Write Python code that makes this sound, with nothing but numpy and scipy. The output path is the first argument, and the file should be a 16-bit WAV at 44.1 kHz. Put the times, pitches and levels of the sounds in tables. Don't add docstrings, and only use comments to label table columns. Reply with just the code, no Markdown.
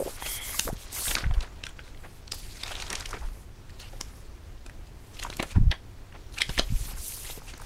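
import sys
import numpy as np
from scipy import signal
from scipy.fft import rfft, irfft, next_fast_len
from scipy.io import wavfile
from scipy.ndimage import uniform_filter1d

SR = 44100
rng = np.random.default_rng(int(sys.argv[2]) if len(sys.argv) > 2 else 0)


def boost_factor(decibels):
    exponent = np.asarray(decibels, float) / 20
    return 10 ** exponent


def persist_wave(psi):
    counts = np.round(np.clip(psi, -1, 1) * 32767).astype(np.int16)
    wavfile.write(sys.argv[1], SR, np.atleast_2d(counts).T)


N = 337742

# t/s, peak level/dB, sheet ring f/Hz, decay/ms
CLEAN_SNAPS = [(.595, -10.5, 3000, 1.5), (.929, -25.5, 8500, 3.1), (1.153, -10, 4370, 1.1),
               (1.638, -20.5, 2540, 1.7), (2.279, -30.5, 4500, 0.64), (2.321, -15.5, 4900, 1.3),
               (2.664, -27.5, 3600, 3.4), (2.8, -24.5, 2470, 2.9), (2.866, -30, 3500, 3.2),
               (2.999, -30.5, 7500, 2), (4.0115, -15, 5650, 0.48), (5.169, -37, 2460, 4.1),
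               (5.327, -29, 2300, 5.7), (5.714, -15.5, 3400, 3.2), (7.599, -37, 950, 2.4),
               (1.445, -33.5, 1800, 3.3)]
# t/s, peak level/dB, sheet ring f/Hz, decay/ms
CRISP_SNAPS = [(.289, -39, 3230, 2.4), (1.079, -18.5, 3700, 7.3), (1.406, -32.5, 2800, 4),
               (1.667, -30.5, 1420, 3.7), (2.635, -17, 3800, 1.3), (2.679, -29, 2360, 2.3),
               (2.822, -27, 2370, 4.2), (3.006, -31, 1510, 4), (3.695, -42.5, 1840, 4.9),
               (4.87, -49, 2500, 1.8), (5.369, -29.5, 8000, 1.7), (6.588, -15, 3660, 5),
               (7.292, -36, 2100, 3.5), (7.619, -35.5, 960, 2)]
# t/s, peak level/dB, sheet ring f/Hz, decay/ms
HEAVY_SNAPS = [(.223, -25, 1870, 2.8), (.545, -33.5, 1100, 3), (1.167, -23.5, 1250, 5.6),
               (1.207, -31, 1590, 2.6), (1.309, -34, 715, 3.2), (1.792, -29.5, 1600, 3.2),
               (3.13, -33, 1320, 5.4), (3.932, -38.5, 507, 3.3), (5.249, -26, 895, 2.6),
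               (5.397, -17.5, 2100, 1.9), (5.399, -28, 690, 11), (6.493, -26, 3000, 5.9),
               (6.578, -25, 2300, 8.8), (6.594, -13, 2900, 2.4), (7.246, -39, 4940, 3),
               (7.537, -36, 4010, 3.7)]
# t/s, peak level/dB, sheet ring f/Hz, decay/ms
THIN_SNAPS = [
    (2.753, -23.5, 3620, 3.7),
    (2.902, -22, 5700, 3.4),
    (2.929, -35, 3600, 2),
    (2.953, -24.5, 2390, 5.6),
    (3.057, -24, 2350, 2.4),
    (3.092, -33, 6500, 1),
]
# t/s, peak level/dB, sheet ring f/Hz, decay/ms
WIDE_SNAPS = [
    (2.333, -33.5, 4430, 2.7),
    (4.663, -37.5, 2470, 3),
    (4.697, -43, 1460, 2),
    (5.3, -32, 3200, 3.8),
    (5.427, -25.5, 1820, 6.4),
    (7.3, -34.5, 2460, 1.6),
    (7.376, -47, 1200, 1.3),
    (6.579, -31, 5400, 1.6),
    (1.338, -45, 4500, 3.6),
    (1.265, -55, 2200, 1.8),
]


def snaps():
    out = np.zeros(N)
    lead_ms = 30
    ms = np.arange(4000) * 1000 / SR - lead_ms
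    kinds = (  # rows, crisp edge dB, dull flap dB
        (CLEAN_SNAPS, -17, -12),
        (CRISP_SNAPS, -2.5, -13),
        (HEAVY_SNAPS, -23, -1),
        (THIN_SNAPS, -11, -29),
        (WIDE_SNAPS, -1.5, 4.5))
    for rows, crisp_db, dull_db in kinds:
        for s, peak_db, hz, decay_ms in rows:
            scrape = 0.25 * np.exp(ms / 3.3)
            shape = np.where(ms < 0, scrape, np.exp(-ms / decay_ms))
            shape = shape + 0.2 * np.exp(-abs(ms - .3) / 1.2)
            crack = rng.standard_normal(len(ms)) * shape
            add(out, s - lead_ms / 1000, boost_factor(peak_db - 0.5) * sheet(crack, hz, crisp_db, dull_db))
    return out


# centre t/s, peak level/dB, sheet ring f/Hz, half length/ms
CRISP_SCUFFS = [(.265, -25, 2640, 11), (.5955, -18.5, 6300, 1.7), (1.112, -20, 3100, 5.6),
                (1.429, -33.5, 3800, 9.8), (1.655, -36, 2600, 5.3), (1.693, -37, 3200, 5.4),
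                (1.865, -45, 4160, 42), (2.346, -36, 4960, 18), (2.389, -39.5, 4670, 37),
                (2.718, -29.5, 3180, 5.1), (3.81, -37, 4250, 14), (5.198, -27, 4170, 3.2),
                (5.232, -31, 2800, 11.5), (5.514, -35.5, 2390, 11), (6.344, -36.5, 4100, 9.3),
                (6.502, -28, 3500, 4.7), (7.495, -37.5, 2500, 22), (7.578, -44, 7950, 2.7)]
# centre t/s, peak level/dB, sheet ring f/Hz, half length/ms
RINGING_SCUFFS = [
    (1.184, -20.5, 3730, 1.4),
    (1.242, -26.5, 1500, 4.2),
    (1.345, -37.5, 2940, 4.3),
    (3.11, -30.5, 6300, 4.2),
    (3.235, -41.5, 840, 19),
    (5.435, -33, 1410, 8.7),
    (5.722, -22, 1760, 8),
    (5.74, -45, 2000, 21),
]
# centre t/s, peak level/dB, sheet ring f/Hz, half length/ms
DULL_SCUFFS = [(2.05, -47.5, 1480, 17), (2.915, -43, 1380, 16), (2.939, -41, 1800, 6.7),
               (3.145, -40.5, 1520, 11.6), (3.171, -43.5, 1500, 8.9), (5.269, -46, 1310, 11),
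               (5.563, -45.5, 1500, 13.5), (6.155, -50, 1830, 13), (6.609, -42.5, 3200, 16),
               (6.891, -50, 890, 10), (6.917, -49.5, 870, 7.8)]
# centre t/s,
# peak level/dB, sheet ring f/Hz, half length/ms
SLAP_SCUFFS = [(6.37, -38, 2800, 9.8), (6.386, -21, 2440, 4), (6.413, -20, 3480, 9.9),
               (6.4188, -8.5, 3260, 0.76), (6.4195, -15.5, 3240, 5.3), (6.409, -26, 2400, 2.5),
               (6.455, -49, 2300, 20), (6.46, -45, 3200, 19), (.686, -31, 680, 15), (3.8, -40, 2930, 4),
               (3.84, -40.5, 2880, 34)]


def scuffs():
    out = np.zeros(N)
    lead_ms = 30
    ms = np.arange(4000) * 1000 / SR - lead_ms
    kinds = (  # rows, crisp edge dB, dull flap dB
        (CRISP_SCUFFS, -4, -8.5),
        (RINGING_SCUFFS, -35, -6),
        (DULL_SCUFFS, -45, 11),
        (SLAP_SCUFFS, -9, -20.5))
    for rows, crisp_db, dull_db in kinds:
        for s, peak_db, hz, half_ms in rows:
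            scuff = uneven(len(ms), 4.2, 1.0) * np.exp(-(ms / half_ms) ** 2)
            add(out, s - lead_ms / 1000, boost_factor(peak_db) * sheet(scuff, hz, crisp_db, dull_db))
    return out


# t/s, peak level/dB, sheet ring f/Hz, half
# length/ms
CORNER_TICKS = [(0.291, -35, 1000, 1.5), (.531, -36, 1300, 1), (1.056, -25, 2000, 1.2),
                (1.07, -25, 1620, 2.3), (1.113, -19, 2100, 1.4), (1.177, -29, 4000, 2.6),
                (1.187, -21.5, 4500, 1), (1.256, -35, 1900, .6), (1.267, -34, 1880, 0.42),
                (1.311, -32, 1780, 0.55), (1.339, -35, 3200, .6), (1.38, -37, 1500, 1.3),
                (1.409, -26, 4300, 1.7), (1.429, -37, 4700, 3), (2.679, -36, 6500, 1.2),
                (2.693, -32, 2200, 1), (2.71, -30, 1200, 2.1), (2.767, -29, 3300, 1), (2.803, -30, 5500, 1),
                (2.823, -22, 4100, 1), (2.881, -30, 3500, 1), (2.904, -21.5, 2200, 0.81),
                (2.929, -19.5, 6000, .8), (2.93, -25, 9200, 0.88), (2.931, -22.5, 2090, 1.5),
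                (2.955, -20, 5330, 1.2), (3.008, -24, 4900, 1.2), (3.026, -32, 2000, 1.5),
                (3.06, -23, 5660, 1), (3.141, -32, 3000, 1), (3.168, -42, 2500, 1), (3.187, -45, 2140, 1),
                (3.21, -41, 2030, 1),
                (5.192, -29, 2700, 1.9), (5.229, -24, 1890, 1.5), (5.229, -28, 3800, 1.2),
              (5.236, -25, 7000, 0.91), (5.265, -30, 900, 2), (5.302, -23.5, 4000, 1.5),
              (5.338, -33, 4100, 1.2), (5.371, -36, 2600, .8), (5.402, -19, 2300, 2.2),
              (5.411, -36, 1800, 1.5), (5.427, -26, 4500, .6), (5.56, -34, 960, 5.6), (5.575, -35, 880, 4),
              (5.721, -32, 860, 4.7), (5.741, -33, 990, 6.2), (6.126, -39.5, 1800, 3),
              (6.325, -39, 3960, 1.1), (6.375, -34, 1310, 6.3), (6.38, -25, 2410, 2.8),
              (6.386, -22, 4470, 1.3), (6.403, -33, 960, 5), (6.407, -23, 2450, 2), (6.419, -8, 3500, 0.56),
              (6.4935, -26, 5000, 0.57), (6.581, -19, 1960, 3), (6.5883, -22, 5860, 1.4),
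              (6.5955, -8.5, 3800, 1.1), (6.598, -18, 4530, 1.5), (6.618, -40, 3400, 6),
              (6.635, -34, 3500, 4),
                (.595, -10.5, 10500, 1), (.609, -30, 6500, 1), (1.639, -28.5, 5370, 1.4),
               (1.667, -24, 3530, 0.88), (1.803, -48, 3000, .8), (1.879, -39, 1500, 1.5),
               (1.947, -43, 2000, 1.3), (1.975, -43, 3020, 1.5), (2.322, -29, 12000, 1),
               (2.345, -32.5, 11500, 8), (2.39, -37, 11500, 8), (3.705, -44, 4500, 2), (3.8, -41, 11500, 2),
               (4.012, -32, 12500, .5), (4.013, -32, 2030, 1.3), (4.875, -49, 5000, 1),
               (5.37, -36, 12500, .6), (5.428, -25, 11500, .8), (5.4, -27, 345, 5), (6.878, -42, 810, 1.6),
               (6.976, -38, 1400, 4.2), (7.123, -34, 2600, .8), (7.248, -35, 2000, 0.68),
               (7.255, -37, 2000, .8), (7.265, -32, 4100, .8), (7.309, -27, 3800, .5),
               (7.377, -40, 3000, .7), (7.378, -35, 440, 4.2), (7.419, -38, 900, 1.5),
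               (7.506, -41, 5500, .8), (7.58, -38, 11500, 1.5), (7.601, -40, 7000, .7),
               (7.617, -37, 10000, 1.5), (7.626, -40, 11500, .8), (.224, -29, 930, 1.5),
               (.268, -39, 1200, 4), (.705, -43, 900, 6), (.075, -39, 3200, 11), (.97, -32.5, 2200, 31),
               (6.595, -20, 770, 1.7), (7.082, -20, 11500, 1), (3.131, -23.5, 1100, 1)]


def ticks():
    out = np.zeros(N)
    lead_ms = 30
    ms = np.arange(2400) * 1000 / SR - lead_ms
    for s, peak_db, hz, half_ms in CORNER_TICKS:
        flick = rng.standard_normal(len(ms)) * np.exp(-abs(ms) / half_ms)
        flick[abs(ms).argmin()] += 2.5
        tick = sheet(flick, hz, crisp_db=-15, dull_db=-29)
        add(out, s - lead_ms / 1000, boost_factor(peak_db - 1.0) * tick)
    return out


# t/s, peak level/dB, sheet mode f/Hz, decay/ms
PINGS = [
    (6.4188, -10, 3280, 0.58),
    (.5919, -20, 7000, 0.26),
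    (.5962, -14.5, 6300, .6),
    (1.1532, -18.5, 2300, 0.5),
    (2.6374, -26.5, 4630, 0.45),
    (6.4189, -12, 2100, .8),
    (6.432, -27, 3150, 0.89),
]


def pings():
    out = np.zeros(N)
    blow = signal.unit_impulse(SR // 20)
    for s, peak_db, hz, decay_ms in PINGS:
        width = 1000 / (np.pi * decay_ms)
        ring = resonate(resonate(blow, hz, width), hz, width)
        add(out, s - decay_ms / 1000, boost_factor(peak_db) * ring / abs(ring).max())
    return out


# f/Hz, level/dB per Hz
SLIDE = [(1470, -42), (2500, -13), (3860, -10), (4620, -6), (7530, -2), (9580, 0), (13500, -3.5),
         (16000, -16)]
# touch t/s, lift t/s, hiss level/dB, change over the stroke/dB
GLIDES = [(-.05, 0.177, -47.5, -3), (0.209, 0.37, -46.5, 11.5), (0.424, 0.686, -39.5, -0.5),
          (0.727, 0.727, -52.5, 9), (0.79, 0.853, -50.5, -3), (0.934, 1.143, -36, 1.5),
          (1.15, 1.3, -49.5, -27), (1.344, 1.357, -56, -1), (1.972, 2.214, -67, 1), (2.364, 3.103, -57, -7),
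          (3.065, 3.452, -66, 2.5), (3.78, 4.235, -67, 2), (5.01, 5.535, -66, 5), (6.327, 6.474, -59.5, 0),
          (6.516, 6.584, -46, -8), (6.61, 6.74, -54.5, -7), (6.733, 6.92, -50.5, 6), (6.968, 7.078, -47, 8),
          (7.077, 7.288, -39.5, -9), (7.293, 7.393, -42, -12), (7.436, 7.56, -55, -21),
          (7.616, 7.7, -56, -11)]


def finger_glides():
    t = np.arange(N) / SR
    gain = sum(stroke(t, 0.075, *row) for row in GLIDES)
    hiss = patchy(coloured(uneven(N, 6.2, 0.94), SLIDE), 2.4)
    return boost_factor(2.5) * gain * hiss


# f/Hz, level/dB per Hz
RUSTLE = [(300, -45), (800, -19), (1400, -5), (2300, 1.5), (3900, 1.5), (6000, 0), (8000, -4.5),
          (12000, -14.5), (16000, -55)]
# f/Hz, level/dB per Hz
FLUTTER = [(150, -36), (350, 0), (900, 2), (1500, -0.5), (2600, -7), (5000, -58)]
# start t/s, end t/s, rustle level/dB, change over the stroke/dB,
# flutter against rustle/dB
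LEAFING = [(0, 0.62, -49, 1.5, -0.5), (0.597, 1.023, -51, 5, -10), (0.95, 1.223, -48, 9, -1),
           (1.187, 1.476, -60.5, 5, 8), (1.42, 2.316, -65, -9, 4.5), (2.386, 2.61, -53, 10.5, -28),
           (2.634, 3.024, -41, -0.5, -3), (3.07, 3.374, -46, -19, -1), (3.784, 4.287, -56, -12.5, -2),
           (5.145, 5.55, -50.5, -1, -7), (6.42, 6.6, -51, 16, -34), (6.625, 7.003, -48.5, 2.5, -14),
           (7, 7.2, -61.5, 17, -11), (7.19, 7.328, -49.5, 9, -16), (7.27, 7.696, -56, 4.5, -7.5)]


def leafing():
    t = np.arange(N) / SR
    rustle_gain, flutter_gain = boost_factor(-61.5), boost_factor(-63)
    for *row, dull_db in LEAFING:
        move = stroke(t, 0.12, *row)
        rustle_gain = rustle_gain + move
        flutter_gain = flutter_gain + move * boost_factor(dull_db)
    crackle = 0.56 * grains(1500, 2.1, 2.3) + 0.91 * uneven(N, 12.0, 2.8)
    rustle = boost_factor(-4.5) * rustle_gain * patchy(coloured(crackle, RUSTLE), 2.14)
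    flutter = boost_factor(-3.0) * flutter_gain * coloured(uneven(N, 4.2, 3.2), FLUTTER)
    return rustle + flutter


# f/Hz, width/Hz
COVER_MODES = [(2110, 370), (3260, 280)]
# start t/s, end t/s, level/dB, change over the stroke/dB
LOW_RUBS = [
    (.21, .34, -50, -5),
    (0.342, 0.62, -50, -5),
]
# start t/s, end t/s, level/dB, change over the stroke/dB
HIGH_RUBS = [
    (0.226, 0.51, -49, -1),
]


def cover_rubs():
    out = np.zeros(N)
    t = np.arange(0, 1.2, 1 / SR)
    for rows, (hz, width) in zip((LOW_RUBS, HIGH_RUBS), COVER_MODES):
        friction = uneven(len(t), 6.5, 0.53)
        mode = resonate(resonate(friction, hz, width), hz, width)
        gain = sum(stroke(t, 0.15, *row) for row in rows)
        add(out, 0, boost_factor(5.5) * evened(mode) * gain)
    return out


# t/s, peak level/dB, ring f/Hz, decay/ms
POPS = [(.0035, -19, 515, 4.7), (.016, -23.5, 430, 3.3), (0.0238, -21, 550, 3.9), (.054, -33, 557, 4),
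        (0.061, -25.5, 380, 4.7), (.075, -24.5, 530, 4.6), (.653, -36.5, 252, 6.3), (.672, -27, 496, 5.9),
        (.678, -22.5, 1150, 1), (.683, -30, 600, 1.8), (.689, -23, 500, 1.5), (.699, -30, 740, 3.3),
        (.689, -30, 1400, 1.2), (0, -25.5, 530, 5.5), (.068, -31, 660, 3), (.08, -27.5, 800, 2.2),
        (.093, -31, 487, 1.5)]


def cover_pops():
    out = np.zeros(N)
    ms = np.arange(1500) * 1000 / SR
    for s, peak_db, hz, decay_ms in POPS:
        kick = (0.8 + rng.standard_normal(len(ms))) * ms * np.exp(-ms / 0.34)
        ring = resonate(kick, hz, 1000 / (np.pi * decay_ms))
        ring = resonate(ring, hz, 3.2 * hz)
        add(out, s, boost_factor(peak_db) * ring / abs(ring).max())
    return out


# start t/s, end t/s, level/dB, change over the gust/dB,
# fast part level/dB
GUSTS = [
    (0.642, 0.739, -36, -0.5, 0.5),
    (1.07, 1.265, -34, -4, -5),
    (1.246, 1.419, -31, -2, -11.5),
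    (2.67, 3.197, -47, -1.5, -7),
    (3.21, 3.34, -33, -1, -37),
    (5.21, 5.54, -42.5, -3.5, 1),
    (5.565, 5.716, -33, -2, 6),
    (6.556, 6.685, -36.5, 3.5, -5),
    (6.77, 7.008, -41, 3.5, -6),
]


def puffs():
    t = np.arange(N) / SR
    slow_curve = [(12, -53), (25, 15.0), (70, -3.0), (110, -52), (300, -112)]  # f/Hz, level/dB per Hz
    fast_curve = [(50, -34), (95, 2.0), (200, -8.0), (450, -21), (1200, -103)]
    slow = coloured(rng.standard_normal(N), slow_curve)
    fast = coloured(uneven(N, 6.1, 18.0), fast_curve)
    slow /= np.sqrt(uniform_filter1d(slow ** 2, 2400) + 0.021)
    fast /= np.sqrt(uniform_filter1d(fast ** 2, 6000) + 0.034)
    out = np.zeros(N)
    for *row, fast_db in GUSTS:
        out += stroke(t, 0.026, *row) * (slow + boost_factor(fast_db - 1.5) * fast)
    return out


# t/s, peak level/dB, quickness
# f/Hz
BUFFETS = [(1.26, -23, 76), (1.277, -20, 61), (1.311, -17, 80), (1.327, -20.5, 35), (1.38, -11.5, 43),
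           (1.42, -29, 30), (3.253, -28, 45), (5.563, -17, 45), (5.572, -7, 96), (5.583, -11, 180),
           (5.606, -19, 131), (5.615, -10.5, 113), (5.623, -12.5, 40), (5.633, -23, 90), (5.653, -28, 100),
           (5.66, -22, 90), (5.667, -17, 111), (5.68, -9.5, 70), (5.686, -16, 59.5), (5.699, -17.5, 91),
           (6.51, -24.5, 40), (6.581, -27, 50), (5.4, -23.5, 206), (7.378, -35, 200), (6.706, -21, 100),
           (6.715, -31, 130), (6.725, -18, 137), (6.733, -27, 150), (6.741, -18.5, 55), (6.826, -26, 45)]
# t/s, peak level/dB, quickness f/Hz
SUCKS = [(1.266, -18.5, 117), (1.305, -20, 29), (1.369, -29, 31), (1.396, -23, 23), (5.579, -18, 30),
         (5.602, -15.5, 62), (5.611, -28, 50), (5.637, -18, 69), (5.648, -24, 60), (5.673, -14.5, 40),
         (5.704, -17, 40), (6.495, -23, 147), (6.59, -23.5, 42), (6.632, -26.5, 17), (6.758, -15.5, 37),
         (6.813, -24, 83)]


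def buffets():
    out = np.zeros(N)
    lead_s = 0.05
    t = np.arange(4410) / SR - lead_s
    for rows, sign in ((BUFFETS, 1), (SUCKS, -1)):
        for s, peak_db, hz in rows:
            u = (np.pi * hz * t) ** 2
            add(out, s - lead_s, sign * boost_factor(peak_db) * (1 - u) * np.exp(-u))
    return out


def room(x):
    wall_s, wall_db = 0.011, -26
    tail_t60, tail_db = 0.19, -15.5
    t = np.arange(SR // 2) / SR
    tail = band(rng.standard_normal(len(t)), 250, 11500, order=1)
    tail *= boost_factor(-60 * t / tail_t60) * (t > .004)
    tail *= boost_factor(tail_db) / np.linalg.norm(tail)
    tail[round(wall_s * SR)] += boost_factor(wall_db)
    return x + signal.fftconvolve(x, tail)[:N]


# f/Hz, level/dB per Hz
ROOM = [(12, -5), (20, 2), (107, -9.5), (150, -18), (168, -20.5), (347, -23), (542, -28.5), (1530, -36),
        (16000, -51.5)]


def room_noise():
    return boost_factor(-43) * coloured(uneven(N, 43.0, 0.67), ROOM)


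def sheet(push, hz, crisp_db, dull_db):
    ring = evened(resonate(resonate(push, hz, 0.25 * hz), hz, 0.25 * hz))
    neighbours = evened(band(push, 0.56 * hz, 1.8 * hz, order=4))
    ring = ring + 1.12 * neighbours
    crisp = band(push, 4400, 9200)
    dull = band(push, 140, 1500)
    parts = ((ring, 0), (crisp, crisp_db), (dull, dull_db))
    return sum(boost_factor(db) * part / abs(part).max() for part, db in parts)


def grains(per_s, spread_db, cycles):
    happens = rng.random(N) < per_s / SR
    size = boost_factor(spread_db * np.minimum(rng.exponential(1, N), 4)) * happens
    pitches = np.geomspace(450, 11000, 20)
    kind = rng.integers(0, len(pitches), N)
    out = np.zeros(N)
    for k, hz in enumerate(pitches):
        turns = np.arange(int(3 * cycles * SR / hz)) * hz / SR
        wavelet = np.sin(2 * np.pi * turns) * np.exp(-turns / cycles) * hz
        out += signal.oaconvolve(size * (kind == k), wavelet)[:N]
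    return evened(out)


def stroke(t, ramp_s, start, end, db, change_db):
    inside = np.clip(np.minimum(t - start, end - t) / ramp_s + .5, 0, 1)
    progress = np.clip((t - start) / (end - start), 0, 1)
    return np.sin(np.pi / 2 * inside) ** 2 * boost_factor(db + change_db * progress)


def uneven(count, ms, depth_db):
    span = max(int(ms * SR / 1000), 1)
    wander = uniform_filter1d(rng.standard_normal(count), span)
    wander = evened(uniform_filter1d(wander, span))
    return evened(rng.standard_normal(count) * boost_factor(depth_db * wander))


def patchy(x, depth_db):
    z = signal.stft(x, nperseg=256)[2]
    field = uniform_filter1d(rng.standard_normal(z.shape), size=9, axis=0)
    field = uniform_filter1d(field, size=14, axis=1)
    z = z * boost_factor(depth_db * evened(field))
    return evened(signal.istft(z, nperseg=256)[1][:len(x)])


def coloured(x, points):
    hz, db = np.transpose(points)
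    size = next_fast_len(len(x))
    bins = np.fft.rfftfreq(size, 1 / SR)
    gain = boost_factor(np.interp(np.log(bins + 1), np.log(hz + 1), db))
    return evened(irfft(rfft(x, size) * gain, size)[:len(x)])


def resonate(x, hz, width):
    turn = np.exp(2j * np.pi * np.cumsum(hz * np.ones(len(x))) / SR)
    r = np.exp(-np.pi * width / SR)
    return 2 * (turn * signal.lfilter([1 - r], [1, -r], x / turn)).real


def band(x, lo_hz, hi_hz, order=2):
    sos = signal.butter(order, [lo_hz, min(hi_hz, SR / 2.2)], "band", fs=SR, output="sos")
    return signal.sosfilt(sos, x)


def evened(x):
    return x / np.sqrt(np.mean(x ** 2) + 1e-20)


def add(mix, s, sound):
    part = mix[round(s * SR):][:len(sound)]
    part += sound[:len(part)]


def scene():
    paper = room(snaps() + scuffs() + ticks() + pings())
    hands = finger_glides() + leafing()
    cover = cover_rubs() + cover_pops()
    air = puffs() + buffets()
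    return (paper + hands + cover + air + room_noise())[None]


def low_pass(x):
    return signal.sosfilt(signal.butter(12, 16520, fs=SR, output="sos"), x)


def record(dry):
    edge = signal.firwin(601, 15800, window=("kaiser", 9), fs=SR)
    finished = signal.oaconvolve(dry, edge[None], "same")
    return low_pass(finished)


dry = scene()
out = record(dry)
persist_wave(out)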